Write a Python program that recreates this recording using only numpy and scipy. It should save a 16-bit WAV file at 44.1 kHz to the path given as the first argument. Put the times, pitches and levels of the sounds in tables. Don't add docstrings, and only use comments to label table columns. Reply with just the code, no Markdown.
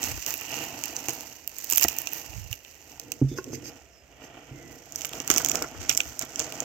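import sys
import numpy as np
from scipy import signal
from scipy.fft import rfft, irfft
from scipy.io import wavfile
from scipy.ndimage import uniform_filter1d

SR = 44100
rng = np.random.default_rng(int(sys.argv[2]) if len(sys.argv) > 2 else 0)


def generate_wav(signal):
    frames = np.transpose(np.atleast_2d(signal))
    scaled = np.clip(frames, -1, 1) * 32767
    pcm = np.round(scaled).astype(np.int16)
    wavfile.write(sys.argv[1], SR, pcm)


N = 292824
T = np.arange(N) / SR

# time in seconds, relative level in dB,
# treble and low-mid in dB relative to that level.
SNAPS = [(0.0303, -20, -21, -4.5), (0.0392, -19, -0.5, -10), (0.2633, -21, -6, -8), (0.3398, -29, 7.5, 0.5),
         (0.4114, -34.5, 6, -14), (0.838, -22, -3, -5.5), (0.8571, -28, 0, -14), (0.9653, -21.5, -17, -24),
         (1.0847, -21.5, -3, -5), (1.094, -26.5, 8, -7), (1.208, -30.5, -2, -10), (1.476, -27, 8, -7),
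         (1.5848, -31.5, 4, -13), (1.6438, -31, 9, -16), (1.7002, -23.5, 7, -5.5), (1.7105, -24, 6, -11),
         (1.724, -14, -0.5, -9.5), (1.7341, -18.5, 2, -9), (1.7498, -23, 1, -20), (1.7594, -21.5, 6.5, -25),
         (1.7737, -20.5, 13, -23), (1.7809, -10.5, 2, -12.5), (1.797, -22, -3, -4),
         (1.824, -18.5, -3, -2.5), (1.8322, -8.5, -6, -24), (1.8403, -8.5, -3, -21),
         (1.8832, -19.5, 0, -11), (1.8856, -21.5, 4, -1), (1.9859, -24.5, 7, -9), (2.0718, -23, -6, -0.5),
         (2.1331, -31.5, 6, -14), (2.5283, -29.5, 3, 6), (2.6485, -44, -10, 7.5),
         (2.9973, -24.5, -10, -11.5), (3.1193, -17, -7.5, -8), (3.4423, -31.5, -14, -8.5),
         (4.9225, -33, -5, -17), (4.9588, -20.5, -11, -33), (5.0092, -29.5, -6, 0), (5.018, -26, -14, -5),
         (5.048, -21, -22, -0.5), (5.0532, -26, 4.5, -3), (5.0925, -31.5, -7, 0.5), (5.133, -32.5, -2, 9),
         (5.2019, -24.5, -7, 0.5), (5.277, -18.5, -3.5, -10), (5.3016, -6.5, -11, -2),
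         (5.3082, -16, -14, -20), (5.3137, -8.5, -25, -11), (5.3391, -20, -6, -10), (5.362, -14, -15, -9),
         (5.3751, -14.5, -11, -7), (5.381, -11, -2, -8), (5.4473, -14, -2.5, -5.5), (5.4608, -16, -10, -8),
         (5.4862, -16, -7, -9), (5.4967, -15, -14, -12), (5.516, -16.5, -7, -6), (5.555, -14.5, -11, -7),
         (5.6235, -17, -12, -10.5), (5.8164, -33, -16, 1), (5.894, -14, -4, -1), (5.8958, -11, -26, -7),
         (5.9013, -26.5, 4, 11.5), (5.9146, -27, -17, 6.5), (5.9346, -34, -8, -3), (5.9495, -22, -18, -10),
         (5.9694, -23, -7, -17), (5.975, -8.5, -7.5, -13.5), (6.0039, -19.5, -11, 9.5),
         (6.1927, -19.5, -3, -15), (6.2129, -26.5, -14, -1), (6.3588, -22.5, -26, -8),
         (6.3946, -14.5, -36, -17), (6.401, -19.5, -35, -1.5), (6.5232, -26.5, -12, -2),
         (6.6035, -19, -10, -11)]
# start in seconds, relative level in dB.
JOLTS = [(0.04, -33.5), (0.178, -40.5), (0.338, -43.5), (1.085, -34), (1.723, -32.5), (5.047, -36),
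         (5.203, -34.5), (5.275, -38), (5.302, -18.5), (5.339, -40), (5.363, -26), (5.403, -28.5),
         (5.46, -32.5), (5.508, -33), (5.545, -27), (5.579, -35), (5.62, -29), (5.64, -28.5), (5.748, -38),
         (5.813, -43), (5.894, -31.5), (6.005, -39), (6.235, -37)]
# frequency in Hz, relative level in dB, time to fade by 60 dB in seconds.
TABLE = [(45.6, -27.5, 0.42), (135.8, -1.5, 0.2), (260, -2, 0.078), (292, 7.5, 0.034), (350, 1.5, 0.098),
         (410, -22, 0.084), (650, -40, .1)]
# frequency in Hz, relative level in dB.
RUMBLE = [(25, -28), (60, -9), (130, 2.5), (190, -12.5), (260, 0), (310, 1), (400, -9.5), (480, -1.5),
          (580, -23.5), (900, -49), (2000, -45)]
# frequency in Hz, relative level in dB.
TOP_CRACK = [(3000, -90), (7000, -13.5), (10000, 5), (12500, 2), (16000, 5.5)]


def undb(db):
    return 10 ** (np.asarray(db) / 20)


def unit(x):
    return x / np.sqrt(np.mean(x ** 2) + 1e-18)


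def add(out, s, x):
    i = max(int(s * SR), 0)
    part = x[..., :max(N - i, 0)]
    out[..., i:i + part.shape[-1]] += part


def colour(x, points, size=4096):
    hz, db = np.transpose(points)
    grid = np.maximum(np.fft.rfftfreq(size, 1 / SR), 1)
    outline_db = np.interp(np.log(grid), np.log(hz), db)
    cepstrum = irfft(np.log(undb(outline_db)))
    cepstrum[1:size // 2] *= 2
    cepstrum[size // 2 + 1:] = 0
    response = irfft(np.exp(rfft(cepstrum)))
    return signal.oaconvolve(x, response[None], axes=-1)[:, :x.shape[-1]]


def pair(likeness, size=N):
    shared = np.clip(likeness, 0, 1)
    noise = rng.standard_normal((3, size))
    return np.sqrt(shared) * noise[0] + np.sqrt(1 - shared) * noise[1:]


def walk(rate):
    k = max(int(SR / rate), 1)
    steps = np.repeat(rng.standard_normal(N // k + 1), k)
    return unit(uniform_filter1d(steps, k)[:N])


def swell(length_s):
    return np.sin(np.linspace(0, np.pi, int(length_s * SR) + 1))


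def grains(rate, spread_db, decay_s, bed):
    sizes = undb(spread_db * np.minimum(rng.exponential(size=N), 4))
    hits = (rng.random(N) < rate / SR) * sizes ** 2
    power = signal.lfilter([1], [1, -np.exp(-1 / (decay_s * SR))], hits)
    return unit(np.sqrt(power / power.mean() + abs(bed)))


def resonate(x, modes):
    out = 0
    for hz, width, db in modes:
        b, a = signal.iirpeak(hz, hz / (2 * width), SR)
        once = signal.lfilter(b, a, x)
        out = out + undb(db) * signal.lfilter(b, a, once)
    return unit(out)


def ring(modes):
    t = T[:SR // 2]
    return sum(undb(db) * np.exp(-np.log(1000) * t / t60) * np.cos(2 * np.pi * hz * t) for hz, db, t60 in modes)


def strike(blows, modes):
    force = np.zeros(N)
    for s, db, contact_s in blows:
        push = np.sin(np.pi * np.minimum(T[:SR // 50] / contact_s, 1))
        add(force, s, undb(db) * push / push.sum())
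    return signal.fftconvolve(force, ring(modes))[:N]


def air():
    # start in seconds, length in seconds, left and right level in dB.
    puffs = [(0.026, 0.2, -29, -40.5), (2.263, 0.079, -64, -33.5), (2.334, 0.099, -64, -24.5),
             (2.418, 0.073, -60, -34), (2.492, 0.048, -52, -30), (5.704, 0.21, -32.5, -46),
             (6.037, 0.1, -37, -52)]
    # frequency in Hz, relative level in dB.
    room_tone = [(25, -14.5), (70, 5), (150, -12), (300, -10.5), (680, -10), (1100, -31), (1600, -23),
                 (2000, -21), (4000, -28.5), (16000, -39.5)]
    gust = np.zeros((2, N))
    for s, length_s, left_db, right_db in puffs:
        add(gust, s, undb([[left_db], [right_db]]) * swell(length_s))
    buffet = unit(colour(pair(0), [(25, -17), (60, 5), (110, 2.5), (160, -12.0), (260, -31.0), (900, -62)]))
    tone = unit(colour(pair(0.73), room_tone))
    return buffet * gust + undb(-55.0) * tone


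def room(x, t60_s, wet_db):
    t = T[:SR // 2]
    tail = pair(0, size=len(t)) * np.exp(-np.log(1000) * t / t60_s) * (t > .004)
    tail = tail / np.linalg.norm(tail, axis=1, keepdims=True)
    return x + undb(wet_db) * signal.fftconvolve(x, tail, axes=-1)[:, :N]


def drags():
    # start in seconds, length in seconds, level in dB.
    strokes = [(2.975, 0.28, -46.5), (3.256, .2, -38), (3.428, 0.17, -37), (3.516, 0.26, -42),
               (4.47, 0.37, -44.5)]
    pressure = np.zeros(N)
    for s, length_s, db in strokes:
        add(pressure, s, undb(db) * swell(length_s))
    return unit(colour(pair(0.74), RUMBLE)) * pressure


def scuffs():
    # start in seconds, length in seconds, relative level in dB.
    slides = [(3.274, 0.076, -52), (3.355, 0.055, -43.5), (3.518, 0.054, -39.5), (3.636, 0.071, -41),
              (4.207, 0.082, -53.5)]
    # start in seconds, length in seconds, start and end pitch in Hz, level in dB.
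    squeals = [(3.273, 0.11, 3650, 3450, -49), (3.89, 0.16, 5550, 4907, -61.5),
               (4.482, 0.33, 2125, 1927, -55.5)]
    # frequency in Hz, relative level in dB.
    rasp_outline = [(500, -12.5), (1200, -23), (1800, -3.5), (2700, -4.5), (3700, -8.5), (5200, 3),
                    (7500, -11.5), (10000, -10), (15000, -11)]
    # frequency in Hz, half bandwidth of one filter pass in Hz, relative level in dB.
    glass = [(2680, 55, -8), (4890, 96, 0), (5420, 90, -6.5), (6090, 110, 0.5), (6330, 85, 6),
             (7440, 130, 2.5)]
    pressure, squeaks = np.zeros(N), np.zeros(N)
    for s, length_s, db in slides:
        add(pressure, s, undb(db) * swell(length_s))
    for s, length_s, start_hz, end_hz, db in squeals:
        grip = swell(length_s)
        waver = 1 + .028 * walk(640)[:len(grip)]
        hz = np.linspace(start_hz, end_hz, len(grip)) * waver
        add(squeaks, s, undb(db) * grip * np.sin(2 * np.pi * np.cumsum(hz) / SR))
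    rasp = unit(colour(pair(0.15) * undb(3.5 * walk(500)), rasp_outline))
    glassy = resonate(rasp, glass)
    return (undb(-1.0) * rasp + undb(-7.5) * glassy) * pressure + squeaks


def plate_knocks():
    # start in seconds, relative level in dB, contact time in seconds.
    knocks = [(3.374, -41, 0.00054), (3.386, -23.5, 0.00053), (3.533, -52, 0.00038)]
    # frequency in Hz, relative level in dB, time to fade by 60 dB in seconds.
    plate = [(378, 4, 0.056), (867, -14, 0.057), (1062, -5, 0.044), (1085, -25, 0.3), (1450, 1.5, 0.031),
             (1580, -12, 0.047), (1600, -24, .03), (2650, 1, 0.12)]
    return strike(knocks, plate)


def bumps():
    # start in seconds, relative level in dB, contact time in seconds.
    blows = [(3.215, -15, 0.0024), (3.2215, -7.5, 0.0034), (3.244, -13, 0.0047), (3.315, -23, 0.003),
             (3.385, -43, 0.00082), (3.475, -39, 0.0016), (3.503, -38, 0.0015), (3.532, -35, 0.0008),
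             (3.630, -39, 0.0017), (4.512, -21, 0.0067), (4.545, -38, 0.0028)]
    return strike(blows, TABLE)


def collapse(s, start_hz, end_hz, fall_s, length_s, db):
    body = swell(length_s) ** 2
    hz = end_hz + (start_hz - end_hz) * np.exp(-T[:len(body)] / fall_s)
    hz = hz * (1 + 0.12 * walk(1500)[:len(body)])
    grit = undb(0.39 * walk(930)[:len(body)])
    envelope = undb(db) * np.sqrt(body * hz / start_hz) * grit
    out = np.zeros(N)
    add(out, s, envelope * np.sin(2 * np.pi * np.cumsum(hz) / SR))
    return out


def drops(decay_s):
    # start in seconds, relative level in dB, contact time in seconds.
    falls = [(1.8487, -19.5, 0.00019), (1.857, -51, 0.0015)]
    # frequency in Hz, relative level in dB, time to fade by 60 dB in seconds.
    hopper = [(72, -1, 0.14), (136, -5, 0.109), (287, 8, 0.043), (674, 2, 0.041), (880, -18, 0.093),
              (1040, -29, 0.0097), (1900, 1.5, 0.046), (2420, -25, .03)]
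    # frequency in Hz, relative level in dB.
    thud_outline = [(40, -10), (80, -12), (160, -23), (250, -1), (420, -44), (720, 26), (1000, 41),
                    (1500, -34), (2200, -18), (4000, -8)]
    landing = np.zeros(N)
    for s, db, contact_s in falls:
        add(landing, s, undb(db) * np.exp(-T[:SR // 10] / (decay_s + contact_s)))
    thud = unit(colour(pair(0.86), thud_outline)) * landing
    caving = collapse(s=1.842, start_hz=2393, end_hz=62.6, fall_s=0.0075, length_s=0.032, db=-21.5)
    return undb(-6.5) * strike(falls, hopper) + undb(8.0) * thud + caving


def clamp():
    return strike([(s, db - 8, 0.0015) for s, db in JOLTS], TABLE)


def jolts(decay_s):
    # frequency in Hz, relative level in dB.
    jolt_outline = [(40, -4.5), (130, -18.5), (190, -20), (280, 6.5), (480, -1), (580, -15.5), (750, -13.5),
                    (1050, -8.5), (1420, -7.5), (1900, -15.5), (3000, -22.5), (6000, -37)]
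    push = np.zeros(N)
    fade = np.exp(-T[:SR // 10] / decay_s)
    for s, db in JOLTS:
        add(push, s, undb(db) * fade)
    return undb(1.5) * unit(colour(pair(0.76), jolt_outline)) * push


def swing():
    return np.clip((T - 2.8) / .6, 0, 1)


def effort():
    # time in seconds, then relative levels in dB of the paste pressed
    load = [(0, -43.5, -39.5, -43), (0.2, -57, -39.5, -45.5), (0.6, -42.5, -41.5, -36.5),
            (0.72, -43.5, -41.5, -43.5), (1.2, -45.5, -41, -47), (1.47, -62, -53, -60),
            (1.65, -54.5, -39, -58), (1.92, -47, -43.5, -40.5), (2.3, -50, -44.5, -49.5),
            (2.62, -68.5, -53.5, -56.5), (2.92, -55, -51.5, -55.5), (3.14, -55.5, -52.5, -57),
            (3.25, -61.5, -54, -63), (3.7, -49.5, -52, -49), (3.99, -69.5, -64, -63.5),
            (4.25, -49.5, -61.5, -46.5), (4.88, -54.5, -49.5, -53.5), (5.22, -45, -46, -41),
            (5.48, -39, -37, -49), (5.71, -45, -47.5, -44.5), (6.15, -51.5, -46.5, -50.5),
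            (6.64, -38.5, -41, -40)]
    # start in seconds, length in seconds, then relative
    # levels in dB of the crackle, the fizz of fine splinters and the strain on the auger.
    crunches = [(0.01, 0.17, -36, -35, -42), (0.25, 0.12, -36.5, -31, -44.5), (0.484, 0.24, -36, -37, -42),
                (0.83, 0.099, -38.5, -46, -66), (1.082, 0.04, -32.5, -41, -36),
                (1.684, 0.16, -39, -33, -69), (1.805, 0.057, -29, -22, -47),
                (1.87, 0.22, -41.5, -37.5, -61), (2.094, 0.18, -43, -37.5, -64),
                (2.503, 0.056, -43, -42, -58), (4.697, 0.11, -56, -51, -57), (4.96, .11, -43.5, -45, -51),
                (5.12, .1, -43, -46, -41), (5.292, 0.18, -31.5, -35, -39), (5.517, 0.14, -37, -46, -36.5),
                (5.792, 0.12, -39, -53, -46.5), (5.884, 0.062, -29.5, -49, -44),
                (5.96, 0.24, -42, -44.5, -53), (6.199, 0.064, -37, -56, -42), (6.369, 0.11, -34, -61, -39)]
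    s, *columns = np.transpose(load)
    paste_db, crumb_db, barrel_db = (np.interp(T, s, c) for c in columns)
    slow_fizz_db = crumb_db - 1.5 - 6.5 * swing()
    power = undb([crumb_db, slow_fizz_db, paste_db, barrel_db]) ** 2
    for start, length_s, crackle_db, fizz_db, strain_db in crunches:
        progress = np.linspace(0, 1, int(length_s * SR))
        shape = np.sin(np.interp(progress, [0, 0.28, 1], [0, np.pi / 2, np.pi]))
        peaks = undb([crackle_db, fizz_db, strain_db, crackle_db - 4])
        add(power, start, np.outer(peaks, shape) ** 2)
    return 10 * np.log10(power)


def auger(rub_db, scrape_db):
    # frequency in Hz, half bandwidth of one filter pass in Hz, relative level in dB.
    housing_modes = [(676.5, 71, 6.5), (779, 160, 4), (1151, 35, -6.5), (1419, 115, -3.5)]
    barrel_modes = [(1250, 440, -4), (1930, 143, 2), (2350, 460, -2.5), (2773, 420, 4)]
    slips = grains(rate=220, spread_db=3.0, decay_s=.0012, bed=1.0)
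    housing = resonate(pair(0.74) * slips, housing_modes)
    barrel = resonate(pair(0.28) * slips, barrel_modes)
    rumble = unit(colour(pair(0.96) * slips, RUMBLE))
    return housing * undb(rub_db - 3.5) + barrel * undb(scrape_db - 4.5) + rumble * undb(rub_db + 2.5)


def crumbs(crackle_db, fizz_db):
    # frequency in Hz, relative level in dB.
    crumb_outline = [(400, -4.5), (1200, -9.5), (2000, -2.5), (2800, -4), (3800, 1), (6000, -0.5),
                     (8000, -7.5), (10500, -11.5), (15000, -21)]
    clusters = undb(0.87 * walk(120) + 2.62 * walk(500))
    fractures = grains(rate=900, spread_db=1.5, decay_s=0.00051, bed=0.33)
    breaks = uniform_filter1d(fractures, size=24) * clusters
    crackle = unit(colour(pair(0.26) * breaks, crumb_outline))
    fizz = unit(colour(pair(.25) * breaks * undb(1.3 * walk(250)), TOP_CRACK))
    return crackle * undb(crackle_db - 4) + fizz * undb(fizz_db - 2)


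def chips(crackle_db, headroom_db, count=3):
    gap_s, chip_db, spread_db = 0.021, -14.5, 3
    rows = np.repeat(SNAPS, count, axis=0)
    delay, size, top, low = rng.standard_normal((len(rows), 4)).T
    s = rows[:, 0] + gap_s * (.5 + abs(delay))
    ceiling_db = np.interp(s, T, crackle_db) + headroom_db
    db = np.minimum(rows[:, 1] + chip_db, ceiling_db) + spread_db * size
    treble_db = rows[:, 2] + spread_db * top
    low_db = -8 + spread_db * low
    return np.column_stack([s, db, treble_db, low_db])


def fracture(rise_s, decay_s, tail_db, tail_s, size=1024):
    t = np.arange(size) / SR - .002
    before, after = np.minimum(t, 0), np.maximum(t, 0)
    return np.exp(before / rise_s) * (np.exp(-after / decay_s) + undb(tail_db) * np.exp(-after / tail_s))


def snaps(breaks):
    # frequency in Hz, relative level in dB.
    low_crack = [(300, -16), (900, -8.5), (1800, -16.5), (2700, 7.5), (3600, 5.5), (4800, -12.5),
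                 (8000, -41)]
    mid_crack = [(800, -25), (2500, -22), (4000, 0), (5500, 7), (7500, 5), (10000, -5.5), (13000, -17),
                 (16000, 2)]
    s, db, treble_db, low_db = np.transpose(breaks)
    flake = fracture(rise_s=.00045, decay_s=.0011, tail_db=-30, tail_s=.02)
    wall = fracture(rise_s=.0003, decay_s=.00034, tail_db=-14, tail_s=.0022)
    splinter = fracture(rise_s=0.00014, decay_s=0.00024, tail_db=-16, tail_s=0.0028)
    parts = [(low_crack, db + low_db, flake, undb(-4.0)),
             (mid_crack, db, wall, undb(-6.0)),
             (TOP_CRACK, db + treble_db, splinter, undb(-1.5))]
    out = np.zeros((2, N))
    reference, lead_s = np.sqrt(.003 * SR), .0017
    for outline, levels, envelope, gain in parts:
        noise = np.vstack([pair(0.11, size=len(envelope)) for _ in s])
        bursts = colour(noise * envelope, outline, size=256).reshape(len(s), 2, -1)
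        for start, level_db, burst in zip(s - lead_s, levels, bursts):
            burst = burst * reference / np.linalg.norm(burst, axis=1, keepdims=True)
            add(out, start, gain * undb(level_db) * burst)
    return out


def casting(x, ring_db):
    # frequency in Hz, relative level in dB, time to fade by 60 dB in seconds.
    casting_modes = [(1357, -2, 0.054), (1525, -28, 0.021), (2900, -4, 0.036), (6160, 0.5, 0.08),
                     (6340, -9.5, 0.084), (6650, 8, .07), (7170, 5, 0.083)]
    # frequency in Hz, gain in dB.
    over_hopper = [(110, -5.5), (250, -1.5), (460, -3.5), (820, 3), (1150, 0), (1600, 0), (1930, 0.5),
                   (2200, 1), (2750, -0.5), (3500, -2), (4700, 0.5), (5400, -1), (6400, 0.5)]
    before_die = [(60, 1.5), (105, -7), (160, 0), (400, -3.5), (700, 2), (950, -2.5), (1400, 2.5),
                  (1750, -1.5), (2250, 1.5), (2750, -8), (3300, -0.5), (3900, -4), (5400, -1), (7100, 0)]
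    x = x + undb(ring_db) * signal.fftconvolve(x, ring(casting_modes)[None], axes=-1)[:, :N]
    return (1 - swing()) * colour(x, over_hopper) + swing() * colour(x, before_die)


def scene():
    crackle_db, fizz_db, rub_db, scrape_db = effort()
    breaks = np.vstack([SNAPS, chips(crackle_db, headroom_db=2.5)])
    wafer = snaps(breaks) + crumbs(crackle_db, fizz_db)
    grinder = wafer + auger(rub_db, scrape_db) + jolts(decay_s=0.0092)
    handling = bumps() + plate_knocks() + drops(decay_s=0.00084) + scuffs() + drags()
    direct = casting(grinder, ring_db=-55.5) + clamp() + handling
    return room(direct, t60_s=.16, wet_db=-20) + air()


def record(dry):
    # frequency in Hz, gain in dB.
    left_port = [(100, -7.5), (700, -3), (1400, 2.5), (2800, -8), (4000, -4), (7300, -4.5), (8500, -4.5),
                 (9700, -16), (11000, -17.5), (13000, -1), (16000, -36)]
    right_port = [(100, -3.5), (1300, 0), (2200, 5), (2800, 7.5), (3600, -8), (4600, 0.5), (6000, 10),
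                  (7200, 10), (8300, 3.5), (9500, -22), (10600, -8.5), (12500, 7.5), (14000, 9.5),
                  (16000, -5)]
    ports = np.vstack([colour(dry[:1], left_port), colour(dry[1:], right_port)])
    ports = signal.sosfilt(signal.butter(3, 36, "high", fs=SR, output="sos"), ports)
    clipped = np.clip(ports, -1, 1)
    top_hz = 15900
    return signal.sosfilt(signal.ellip(8, .2, 80, top_hz, fs=SR, output="sos"), clipped)


dry = scene()
out = record(dry)
generate_wav(out)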